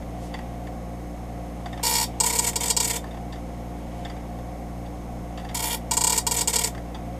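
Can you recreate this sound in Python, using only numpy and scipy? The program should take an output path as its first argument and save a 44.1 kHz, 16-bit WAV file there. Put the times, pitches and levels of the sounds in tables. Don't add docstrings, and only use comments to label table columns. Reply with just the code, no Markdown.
import sys
import numpy as np
from scipy import signal
from scipy.fft import rfft, irfft
from scipy.io import wavfile

SR = 44100
rng = np.random.default_rng(int(sys.argv[2]) if len(sys.argv) > 2 else 0)


def file_out(sig):
    cols = np.atleast_2d(sig).T
    lim = np.clip(cols, -1, 1)
    pcm = np.round(lim * 32767).astype(np.int16)
    wavfile.write(sys.argv[1], SR, pcm)


def volts_from_decibels(level):
    exponent = np.asarray(level, float) / 20
    return 10 ** exponent


N = 317066
TIME = np.arange(N) / SR

COLUMN_HZ = 474.8


def unit(x):
    return x / np.sqrt(np.mean(x ** 2))


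def ring(x, modes, order=1):
    out = 0
    for k, (hz, width_hz, db) in enumerate(modes):
        section = np.concatenate(signal.iirpeak(hz, hz / width_hz, SR))
        resonance = signal.sosfilt(np.tile(section, (order, 1)), x)
        out = out + (-1) ** (k * order) * volts_from_decibels(db) * resonance
    return out


def coloured(points):
    hz, db = np.transpose(points)
    log_hz = np.log(np.fft.rfftfreq(N, 1 / SR) + 1)
    gain = volts_from_decibels(np.interp(log_hz, np.log(hz), db))
    return unit(irfft(rfft(rng.standard_normal(N)) * gain, N))


def add_clicks(train, when_s, size):
    at = np.asarray(when_s) * SR
    near = np.floor(at).astype(int)[:, None] + np.arange(-7, 9)
    off = near - at[:, None]
    click = np.sinc(off) * np.cos(np.pi * off / 16) ** 2
    np.add.at(train, near, size[:, None] * click)


def case():
    # t60_s, level_db (starting rms re the click)
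    case_rings = [(0.028, -19), (.13, -27.5)]
    # delay_ms, level_db (re the click)
    echoes = [(.7, -16), (7.3, -13)]
    t = TIME[:SR // 4]
    out = np.zeros(len(t))
    for t60_s, db in case_rings:
        out += volts_from_decibels(db) * rng.standard_normal(len(t)) * np.exp(-np.log(1000) * t / t60_s)
    out[0] = 1
    for ms, db in echoes:
        out[int(ms * SR / 1000)] += volts_from_decibels(db)
    return out


def half_steps(seconds):
    return np.arange(2 * max(round(seconds * COLUMN_HZ), 1))


def strokes():
    # start_s, blow_db
    stems = [(2.202, -16), (2.236, -17), (2.3882, -15.5), (2.558, -17), (2.7021, -15.5), (2.7663, -14.5),
             (2.8005, -16), (5.9105, -15.5), (5.9694, -16), (6.0084, -17), (6.0385, -16), (6.0691, -16.5),
             (6.096, -17), (6.1231, -16), (6.1779, -15.5), (6.2665, -15.5), (6.311, -16), (6.4095, -15.5),
             (6.4748, -16), (6.5575, -15), (6.5855, -17)]
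    # start_s, length_ms, blow_db (at the fullest)
    bows = [(2.215, 8, -29), (2.2316, 7, -23), (2.2474, 6, -44), (2.256, 23, -20.5), (2.276, 15, -23),
            (2.2942, 19, -20.5), (2.325, 20, -20.5), (2.347, 25, -21.5), (2.3795, 9, -24), (2.4, 10, -34),
            (2.418, 26, -27.5), (2.4404, 14, -21), (2.4638, 19, -20), (2.4832, 16, -22.5), (2.532, 2, -26),
            (2.6033, 14, -24), (2.619, 10, -30), (2.629, 17, -20), (2.655, 11, -22.5), (2.666, 11, -27),
            (2.6795, 6, -20.5), (2.693, 9, -23.5), (2.824, 12, -21.5), (2.8415, 19, -22), (2.873, 14, -22),
            (2.895, 21, -21), (2.9289, 21, -26.5), (2.954, 17, -23), (5.5445, 14, -20.5), (5.5666, 14, -22),
            (5.5903, 8, -22), (5.6009, 8, -21.5), (5.9318, 13, -23), (6.133, 20, -26), (6.157, 11, -21.5),
            (6.3215, 4, -20), (6.339, 17, -22), (6.3617, 19, -21.5), (6.3799, 19, -19.5),
            (6.4881, 21, -24.5), (6.5295, 14, -18.5), (6.5416, 14, -28), (6.608, 15, -20.5),
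            (6.6364, 14, -16.5), (6.6502, 19, -34), (6.67, 11, -24)]
    # start_s, end_s, blow_db
    shading = [(1.8298, 2.0417, -20), (5.6203, 5.688, -25), (5.694, 5.75, -26)]
    half_step_db, pin_lag_ms = -10, .07
    stem_columns, stem_half_db, stem_evenness, stem_lag_ms = 5, -13.5, .45, .015
    swell_db = 8
    grain_columns, weave_columns = 3, 7
    grain_db, shading_lag_ms = 2, .045

    rows = []
    for s, db in stems:
        rows.append((s, np.full(2 * stem_columns, float(db)), 0, stem_lag_ms, stem_half_db, stem_evenness))
    for s, ms, db in bows:
        step = half_steps(ms / 1000)
        along = (step + 1) / (len(step) + 1)
        blow_db = db - swell_db * (1 - np.sin(np.pi * along))
        rows.append((s, blow_db, 0, pin_lag_ms, half_step_db, 1))
    for s, end, db in shading:
        step = half_steps(end - s)
        grain = rng.standard_normal(256)[step // (2 * grain_columns)]
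        weave = -np.cos(np.pi * step / weave_columns)
        rows.append((s, db + grain_db * grain, weave, shading_lag_ms, half_step_db, 1))
    return rows


def pins():
    # pitch_hz, width_hz (of one filter pass), level_db
    frame_modes = [(880.7, 23.7, 19.5), (979.4, 22.5, 14), (1053, 77, 11.5), (1600, 140, 1)]
    platen_modes = [(3830, 240, 3.6), (4640, 370, 8.7), (5460, 670, 9.6)]
    thud_modes = [(448, 48, 9)]
    rib_modes = [(1425, 150, -1.5), (2023, 900, 5.5), (2206, 117, 6.5)]
    roller_modes = [(3242, 278, 6.2), (3546, 195, 8)]
    air_modes = [(9430, 1240, 2.5), (10910, 1820, 1.5), (12400, 3300, -3.5)]
    head_modes = [(6400, 1320, 3.5), (7163, 1020, 9.3), (7908, 1570, 10.5)]
    # level_db (re a middling
    # blow), follow (share of the blow's dB), drift_db_per_s (of travel), picture_db (more in the picture),
    # weave_db (swing with the dot pattern)
    parts = [(2.5, 1, -9.5, -5, 4), (-3, 1.5, -1, -0.5, 5.5), (-1.5, 0.46, 2, -3, 5),
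             (-6.5, 0.62, 1.5, -1, 6), (-2.5, 0.89, 3, 2.5, -1.5), (1, 0.52, -0.5, -0.5, 3.5),
             (0.84, 1, -1.5, -5.5, 3.5)]
    passes = [1.8298, 5.5445]
    picture_s = .3
    print_db, middling_db, first_db = 10, -21, -1
    blow_scatter_db, part_scatter_db, stroke_scatter_db = 1.8, 2.2, 1.5

    out, marks = 0, strokes()
    for bank in range(2):
        trains = np.zeros((7, N))
        for s, db, weave, lag_ms, half_db, uneven in marks:
            step = np.arange(len(db))
            chance = rng.standard_normal((9, len(step)))
            tints = rng.standard_normal(7)
            start = max(p for p in passes if p <= s + .01)
            tick = np.round((s - start) * 2 * COLUMN_HZ) + step
            when = start + tick / (2 * COLUMN_HZ) + lag_ms * chance[0] / 1000
            shape_db = middling_db + print_db + half_db * (step % 2) + first_db * (step == 0)
            shape_db = shape_db + blow_scatter_db * uneven * chance[1]
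            for train, part, luck, tint in zip(trains, parts, chance[2:], tints):
                part_db, follow, drift_db, picture_db, weave_db = part
                place_db = drift_db * (when - start) + picture_db * (s - start < picture_s) + weave_db * weave
                size_db = shape_db + part_db + follow * (db - middling_db) + place_db
                scatter_db = part_scatter_db * uneven * luck + stroke_scatter_db * tint
                add_clicks(train, when, volts_from_decibels(size_db + scatter_db))
        frame, platen, thud, ribs, roller, air, head = trains
        struck = zip((platen, ribs, roller, air, head),
                     (platen_modes, rib_modes, roller_modes, air_modes, head_modes))
        bright = sum(ring(train, modes, order=2) for train, modes in struck)
        boom = ring(frame, frame_modes) + ring(thud, thud_modes)
        out = out + boom + signal.fftconvolve(bright, case())[:N]
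    return out


def clunks():
    # start_s, level_db (of the rattle driving the case), treble_db (re level_db)
    clunk_list = [(0.0227, -35.5, -13), (0.34, -28, -3.5), (0.3879, -28, -10), (0.6698, -30, -10.5),
                  (1.6585, -30, -5), (1.7279, -32.5, -4), (1.7743, -34, -4.5), (1.7944, -25, -19),
                  (3.0411, -25, -13), (3.0694, -48, 2), (3.1085, -44, 3.5), (3.1428, -33.5, -10),
                  (3.1694, -37, -8), (3.3245, -38.5, 4.5), (3.3564, -41.5, -3), (4.0493, -32, -1.5),
                  (4.0972, -35.5, -2), (4.1644, -43, -6), (4.3866, -42, -6), (4.8594, -53, 6),
                  (5.3748, -32.5, -1), (5.3964, -45, 3.5), (5.4472, -32, -6.5), (5.4891, -36.5, 1.5),
                  (5.5094, -36, -7), (6.7481, -26, -12), (6.7766, -30, -9.5), (6.9457, -35.5, 1.5)]
    # pitch_hz, width_hz, level_db
    case_low = [(744, 120, 21), (1790, 240, 9.5), (2030, 280, 7)]
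    case_high = [(2740, 530, 2), (3600, 300, 6.5), (4700, 260, 2), (8000, 4800, -20)]
    rattle_ms, rattle_ms_per_db = 6.3, 0.38
    boom_stretch, boom_rise_ms = 1.5, 1.5

    low, high = np.zeros(N), np.zeros(N)
    t_ms = 1000 * TIME[:SR // 10]
    for s, db, treble_db in clunk_list:
        at = int(s * SR)
        span = slice(at, at + len(t_ms))
        decay_ms = max(rattle_ms + rattle_ms_per_db * treble_db, 1)
        rattle = volts_from_decibels(db) * rng.standard_normal(len(t_ms))
        rise = 1 - np.exp(-t_ms / boom_rise_ms)
        low[span] += rattle * np.exp(-t_ms / (decay_ms * boom_stretch)) * rise
        high[span] += volts_from_decibels(treble_db) * rattle * np.exp(-t_ms / decay_ms)
    return signal.fftconvolve(ring(low, case_low) + ring(high, case_high), case())[:N]


def carriage():
    # time_s, level_db (rms)
    whirr_groups = [
        [(0.0, -62), (0.376, -53), (1.098, -73), (1.322, -60), (1.708, -56), (1.8, -52)],
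        [(3.04, -57), (3.14, -63), (3.66, -60), (4.09, -51.5), (4.43, -66), (5.26, -65), (5.44, -57),
         (5.52, -58)],
        [(6.74, -64), (6.924, -60), (7.19, -57)],
    ]
    # pitch_hz, level_db (relative)
    whirr_colour = [(300, -65), (750, 16.5), (1400, -9.5), (2100, 3.5), (3200, 1.5), (5000, -12.5),
                    (9000, -16), (15000, -41)]
    # middle_s, width_s, level_db (rms at the middle)
    swishes = [(.25, 0.1, -53.5), (3.99, .07, -60)]
    # pitch_hz, level_db (relative)
    swish_colour = [(1500, -25), (3500, -2), (6000, 0), (9000, -2), (12000, -8), (15000, -18)]
    s, whirr_db = np.concatenate(whirr_groups).T
    whirr = volts_from_decibels(np.interp(TIME, s, whirr_db)) * coloured(whirr_colour)
    swell = sum(volts_from_decibels(db) * np.exp(-(2 * (TIME - mid) / width_s) ** 2) for mid, width_s, db in swishes)
    return whirr + swell * coloured(swish_colour)


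def motor():
    # multiple (of the shaft rate), level_db (rms)
    shaft = [(1, -37), (2, -43.5), (3, -42), (4, -47.5), (5, -46.5), (6, -54.5), (7, -63), (9, -52.5),
             (11, -56.5), (12, -58.5), (13, -65)]
    # multiple (of the mains rate), level_db (rms)
    poles = [(2, -52.5), (4, -58), (8, -58), (12, -59.5)]
    # multiple, level_db (rms)
    slip = [(2, -56), (3, -59), (7, -68), (10, -48.5)]
    # pitch_hz, level_db (rms)
    drones = [(44.5, -59), (193.44, -54), (256.53, -58), (315.2, -62.5)]
    # pitch_hz, level_db (rms)
    whine = [(2110, -69), (2250, -66), (5329, -74), (5959, -78), (6352, -75), (6471, -72), (6611, -74),
             (6729, -79), (7122, -80), (7499, -82), (7892, -80), (8010, -80), (8150, -80), (8409, -82),
             (8522, -81), (9039, -79), (9238, -81), (9432, -80), (9690, -79), (10890, -82), (11483, -82),
             (11999, -84), (12430, -80), (12769, -77)]
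    shaft_hz, mains_hz = 58.705, 60.005
    in_step_s = 3.638

    t = TIME - in_step_s
    lines = [(k, k * shaft_hz, db) for k, db in shaft] + [(k, k * mains_hz, db) for k, db in poles]
    out = np.zeros(N)
    loose = []
    for k, hz, db in lines:
        if k < 6:
            out += (-1 if k == 3 else 1) * volts_from_decibels(db) * np.cos(2 * np.pi * hz * t)
        else:
            loose.append((hz, db))
    loose += [(k * shaft_hz + 2 * mains_hz, db) for k, db in slip] + drones + whine
    for hz, db in loose:
        out += volts_from_decibels(db) * np.cos(2 * np.pi * (hz * t + rng.random()))
    return np.sqrt(2) * out


def room():
    # (per Hz, relative)
    room_colour = [(12, -30), (20, 4), (53, -7), (104, -1.5), (177, -1), (301, -1), (434, -7), (718, -10),
                   (1290, -48), (2200, -48), (3840, -53), (6540, -33), (12400, -34), (14700, -42),
                   (16000, -76)]
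    # pitch_hz, width_hz, level_db (rms)
    whistles = [(523, 68, -47.5), (736, 93, -44.5), (1098, 31, -58.5), (1970, 180, -61.5),
                (5260, 350, -70.5), (6270, 280, -72), (9270, 160, -76), (12400, 80, -78), (12800, 150, -75)]
    room_db = -43.5
    bands = np.zeros(N)
    for hz, width_hz, db in whistles:
        bands += volts_from_decibels(db) * unit(ring(rng.standard_normal(N), [(hz, width_hz, 0)]))
    return volts_from_decibels(room_db) * coloured(room_colour) + bands


def scene():
    return (pins() + clunks() + carriage() + motor() + room())[None]


def roll_off(x):
    return signal.sosfilt(signal.butter(12, 16510, fs=SR, output="sos"), x)


def record(dry):
    top_hz = 15250
    low_pass = signal.ellip(8, .3, 45, top_hz, fs=SR, output="sos")
    mix = signal.sosfilt(low_pass, dry)
    return roll_off(mix)


dry = scene()
out = record(dry)
file_out(out)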